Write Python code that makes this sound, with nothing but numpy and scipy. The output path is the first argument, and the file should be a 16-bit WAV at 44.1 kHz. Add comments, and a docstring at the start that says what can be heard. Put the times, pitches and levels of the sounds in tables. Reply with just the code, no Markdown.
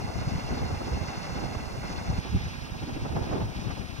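"""Steam hisses from a rock vent on open ground, to the left of a small stereo microphone.
From the start, wind rumbles at the two microphone ports and flutters over the housing; soon big
eddies thump the ports and the air flaps now and then. At about 2.2 s the scene changes to the softer
hiss of a low steaming mound, also on the left. Just after 3 s the strongest gusts raise a roar."""
import sys
import numpy as np
from scipy import signal
from scipy.fft import rfft, irfft
from scipy.io import wavfile
from scipy.ndimage import uniform_filter1d

SR = 44100
rng = np.random.default_rng(int(sys.argv[2]) if len(sys.argv) > 2 else 0)


def inscribe(sig):
    """Save sig as 16-bit PCM at rate SR to the path in sys.argv[1].

    A 1-D sig is mono; a 2-D sig holds one channel per row.
    Samples are clipped to [-1, 1] before scaling.
    """
    pcm = np.round(np.clip(np.atleast_2d(sig).T, -1, 1) * 32767)
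    wavfile.write(sys.argv[1], SR, pcm.astype(np.int16))


N = 176400
TIME_S, FREQ_HZ = np.arange(N) / SR, np.fft.rfftfreq(N, 1 / SR)


def undb(db):
    """Amplitude grows tenfold every 20 dB."""
    return 10 ** (np.asarray(db) / 20)


def over_time(table):
    """Linear interpolation of each column over time."""
    times, *columns = np.transpose(table)
    return np.array([np.interp(TIME_S, times, column) for column in columns])


def over_pitch(table):
    """Linear interpolation of each column over log frequency."""
    pitches, *columns = np.transpose(table)
    log_hz = np.log(np.maximum(FREQ_HZ, 1))
    return np.array([np.interp(log_hz, np.log(pitches), column) for column in columns])


def unit(x):
    """Normalisation to rms 1."""
    return x / np.sqrt(np.mean(x ** 2))


def colour(x, spectrum):
    """Filtering multiplies spectra; the result has rms 1."""
    return unit(irfft(rfft(x) * undb(over_pitch(spectrum)), N))


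def even(x, span_s):
    """Division by the running rms holds a noise at steady strength."""
    return x / np.sqrt(uniform_filter1d(x ** 2, int(span_s * SR) + 1, axis=-1) + 1e-9)


def swell(peak_s, width_s):
    """A Gaussian envelope; the width is two standard deviations."""
    return np.exp(-2 * ((TIME_S - peak_s) / width_s) ** 2)


def wander(rate_hz):
    """Band-limited noise drifts smoothly, with rms 1."""
    band = np.exp(-(FREQ_HZ / rate_hz) ** 2) * (FREQ_HZ > rate_hz / 10)
    return unit(irfft(rfft(rng.standard_normal(N)) * band, N))


def turbulence(rate_hz, shared_db, own_db):
    """Turbulence modulates amplitude, partly in step at the two ports."""
    shared = shared_db * wander(rate_hz)
    own = own_db * np.array([wander(rate_hz), wander(rate_hz)])
    return unit(undb(shared + own))


def eddies(spectrum, shared_power):
    """Partial coherence: the ports feel only part of an eddy's pressure alike."""
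    shared = np.sqrt(shared_power) * rng.standard_normal(N)
    own = np.sqrt(1 - shared_power) * rng.standard_normal((2, N))
    return colour(shared + own, spectrum)


# Share of the hiss power that arrives directly: pitch_hz, vent_fraction, mound_fraction
DIRECT_SHARE = [(700, 0.12, 0), (1970, 0.64, 0.96), (4030, 0.92, 0.87), (6840, 0.9, 0.84),
                (7500, 0.46, 0.7), (12000, 0.4, .3)]
# Overlapping bands of the hiss: centre_hz
HISS_BANDS = [300, 1500, 2500, 4000, 6000, 8000]
# Envelope of the hiss below its top band: time_s, level_db
HISS_LEVEL = [(.1, -1.5), (.17, -0.5), (.52, 0.5), (.7, -1), (1.15, 1), (1.28, 0), (1.45, 0.2), (1.76, -3),
              (1.93, -0.6), (2.48, 1.5), (2.7, -.5), (3.12, -1.5), (3.25, 0.8), (3.47, -2.5), (3.61, .9),
              (4, -2)]
def steam_hiss(spectrum, direct_share):
    """Jet noise as a direct plus a diffuse field; unsteady flow modulates all but the top band."""
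    left_db, right_db, lag_ms = over_pitch(spectrum)
    jet = rfft(rng.standard_normal(N))
    delayed = jet * np.exp(-2j * np.pi * FREQ_HZ * lag_ms / 1000)
    direct = np.sqrt(direct_share) * np.array([jet, delayed])
    diffuse = np.sqrt(1 - direct_share) * rfft(rng.standard_normal((2, N)))
    at_ports = (direct + diffuse) * undb([left_db, right_db])
    weights = [np.interp(FREQ_HZ, HISS_BANDS, pick) for pick in np.eye(len(HISS_BANDS))]
    *lower_bands, airy_top = [irfft(at_ports * weight, N) for weight in weights]
    sputter_db, surge_db = 1.4, 0.68
    sputtering = sum(band * undb(sputter_db * wander(rate_hz=45)) for band in lower_bands)
    surge = undb(over_time(HISS_LEVEL) + surge_db * wander(rate_hz=13))
    return unit(sputtering * surge + airy_top)


# Spectrum of the vent: pitch_hz, left_db, right_db, right_lag_ms
VENT_SPECTRUM = [(300, -0.5, 4, 0.15), (555, 6, 10, 0.22), (750, 13, 14.5, 0.19), (1170, 8.5, 8.5, 0.3),
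                 (1530, 5, 9, 0.16), (1877, 6, 2.5, 0.32), (2036, 7, 9, 0.44), (2450, 1.5, 2, .27),
                 (2790, 5.5, 7, 0.46), (3030, -7.5, -7.5, 0.38), (3640, 2, 0, .36), (3950, -7, -5.5, 0.34),
                 (4150, 3, 4, 0.31), (5070, -2, 3, .34), (6280, -2.5, -2.5, 0.303), (7000, -9, -12, 0.305),
                 (7860, -16.5, -16, 0.24), (8400, -13, -17.5, 0.227), (9100, -11.5, -11, 0.274),
                 (11200, -15.5, -24.5, 0.24), (14900, -20, -45, .22)]
def vent():
    """A turbulent jet radiates broadband noise, which reaches the nearer, left port first."""
    return steam_hiss(VENT_SPECTRUM, over_pitch(DIRECT_SHARE)[0])


# Pressure spectrum of small eddies: pitch_hz, level_db
RUMBLE_SPECTRUM = [(15, -41), (30, -7), (55, -1), (120, -2.5), (200, -8), (500, -30), (2000, -94)]
# Envelope of the rumble: time_s, left_db, right_db
RUMBLE_LEVEL = [(0, 3.5, 2), (.25, 5, 0), (.65, 0, -0.5), (1.15, -4, -1), (1.45, -3.5, 5.5),
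                (2.17, 4.5, -5.5), (2.26, -26, 2.5), (2.45, -12, 0.5), (2.9, -1, 2), (3.3, -0.5, 6.5),
                (3.7, 7.5, -6.5), (3.86, 2, -27), (4, 2.5, -35)]
# Lulls between eddies: centre_s
RUMBLE_LULLS = [.118, .305, .41, 1.699, 3.537]
def rumble():
    """Small eddies press on each port almost independently; the pressure drops away in lulls."""
    pressure = eddies(RUMBLE_SPECTRUM, shared_power=0.13)
    pressure *= turbulence(rate_hz=39, shared_db=2, own_db=4)
    lull_db = -19 * sum(swell(centre_s, width_s=0.015) for centre_s in RUMBLE_LULLS)
    return even(pressure, span_s=0.12) * undb(over_time(RUMBLE_LEVEL) + lull_db)


# Strength of the wind: time_s, level_db
GUST_LEVEL = [(0, -0.5), (.45, -2), (.55, 2.5), (.8, 0), (.92, 2.5), (1.2, -4), (1.44, 2), (1.72, -4),
              (2.13, -1.5), (2.53, -8), (2.75, -5), (3.05, 0), (3.21, 6), (3.26, 1.5), (3.36, 7.5),
              (3.44, 3), (3.49, -5.5), (3.7, -0.5), (3.85, -6), (4, -9)]
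# Pressure spectrum of the flow over the housing: pitch_hz, level_db
FLUTTER_SPECTRUM = [(60, -23), (150, 2), (250, 5.5), (400, -1), (580, -3), (800, -1), (1100, -10),
                    (1600, -16), (8000, -64)]
def flutter():
    """Turbulent flow over the housing flutters in proportion to the wind's strength."""
    ragged = rng.standard_normal((2, N)) * turbulence(rate_hz=43, shared_db=3, own_db=2)
    return even(colour(ragged, FLUTTER_SPECTRUM), span_s=0.11) * undb(over_time(GUST_LEVEL))


# Pressure spectrum of big eddies: pitch_hz, level_db
BUFFET_SPECTRUM = [(15, -43), (35, -15), (70, -0.5), (135, -5), (250, -22), (2000, -72)]
# Strikes of big eddies: peak_s, width_s, left_db, right_db
BUFFET_STRIKES = [(.212, 0.018, 9.5, 7.5), (0.28, 0.017, 12, 11), (0.352, 0.041, 9, 8.5),
                  (0.521, 0.026, 9.5, 9.5), (0.641, 0.048, 5.5, 9), (0.73, 0.04, 7, 8),
                  (0.934, 0.03, 9, 13.5), (1.023, 0.023, -0.5, 10.5), (1.375, 0.032, -1.5, -12),
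                  (1.741, 0.016, -12, 9), (1.787, 0.011, 2, 2), (2.111, 0.058, 8.5, 8.5),
                  (2.187, 0.0087, 12, 16.5), (2.354, 0.041, 14, 16), (2.454, 0.052, 5.5, 2),
                  (3.031, 0.015, 8.5, -3), (3.162, 0.035, 7, 8.5), (3.296, 0.0087, -3, 6),
                  (3.427, 0.035, 9, 9), (3.588, 0.03, -4, 3.5)]
def buffets():
    """A big eddy's pressure pulse thumps each port with its own strength."""
    envelope = sum(undb([[left_db], [right_db]]) * swell(peak_s, width_s)
                   for peak_s, width_s, left_db, right_db in BUFFET_STRIKES)
    return even(eddies(BUFFET_SPECTRUM, shared_power=0.39), span_s=0.0266) * envelope


# Pressure spectrum of a flap: pitch_hz, level_db
FLAP_SPECTRUM = [(40, -32), (120, -8.5), (250, 13), (700, -18.5), (3000, -21), (8000, -71)]
# Flaps of air: peak_s, level_db
FLAP_PULSES = [(0.534, 3.5), (0.814, -9), (1.902, -3.5), (2.838, -0.5), (2.88, 1.5), (2.965, -1),
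               (3.304, -1.5)]
def flaps():
    """Air flapping over the housing makes short pressure transients."""
    envelope = sum(undb(level_db) * swell(peak_s, width_s=0.012) for peak_s, level_db in FLAP_PULSES)
    return even(eddies(FLAP_SPECTRUM, shared_power=0.39), span_s=0.0071) * envelope


# Spectrum of the mound: pitch_hz, left_db, right_db, right_lag_ms
MOUND_SPECTRUM = [(300, -7.5, -6, .2), (810, 7.5, 3, 0.068), (1330, 2, 1, 0.18), (1990, 4, 6, .25),
                  (2680, 1, 4, 0.34), (3060, 0.5, 0, 0.34), (4650, -3, 0, 0.32), (5100, -3.5, 2.5, .35),
                  (5720, -3.5, -5, 0.347), (6540, -7.5, -4, 0.378), (7300, -15.5, -30, 0.36),
                  (8400, -12.5, -17, 0.31), (9500, -13, -17, 0.367), (10700, -14.5, -31, 0.36),
                  (12100, -20.5, -38, .335), (15000, -16.5, -42, .33)]
def mound():
    """Escaping steam makes jet noise; the lows are diffuse, and arrival time places the rest left."""
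    return steam_hiss(MOUND_SPECTRUM, over_pitch(DIRECT_SHARE)[1])


# Spectrum of the gusts' roar: pitch_hz, level_db
ROAR_SPECTRUM = [(150, -17), (420, 5), (1300, -22.5), (8000, -82)]
def roar():
    """A square law in wind strength lets this noise stand out only in the strongest gusts."""
    return eddies(ROAR_SPECTRUM, shared_power=0) * undb(over_time(GUST_LEVEL)) ** 2


def scene():
    """Superposition: wind throughout, over an equal-power crossfade from vent to mound."""
    change_s, fade_s = 2.194, 0.008
    moved = np.clip((TIME_S - change_s) / fade_s + 0.5, 0, 1)
    steam = np.sqrt(1 - moved) * undb(-40.5) * vent() + np.sqrt(moved) * undb(-44.5) * mound()
    port_wind = undb(-36.5) * rumble() + undb(-35.5) * buffets()
    gusts = undb(-38.5) * flutter() + undb(-49) * roar() + undb(-34) * flaps()
    return steam + port_wind + gusts


def record(dry):
    """Band limiting: a steep elliptic low-pass removes the highest treble."""
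    cutoff_hz = 15800
    return signal.sosfilt(signal.ellip(10, 0.1, 80, cutoff_hz, fs=SR, output="sos"), dry)


dry = scene()
out = record(dry)
inscribe(out)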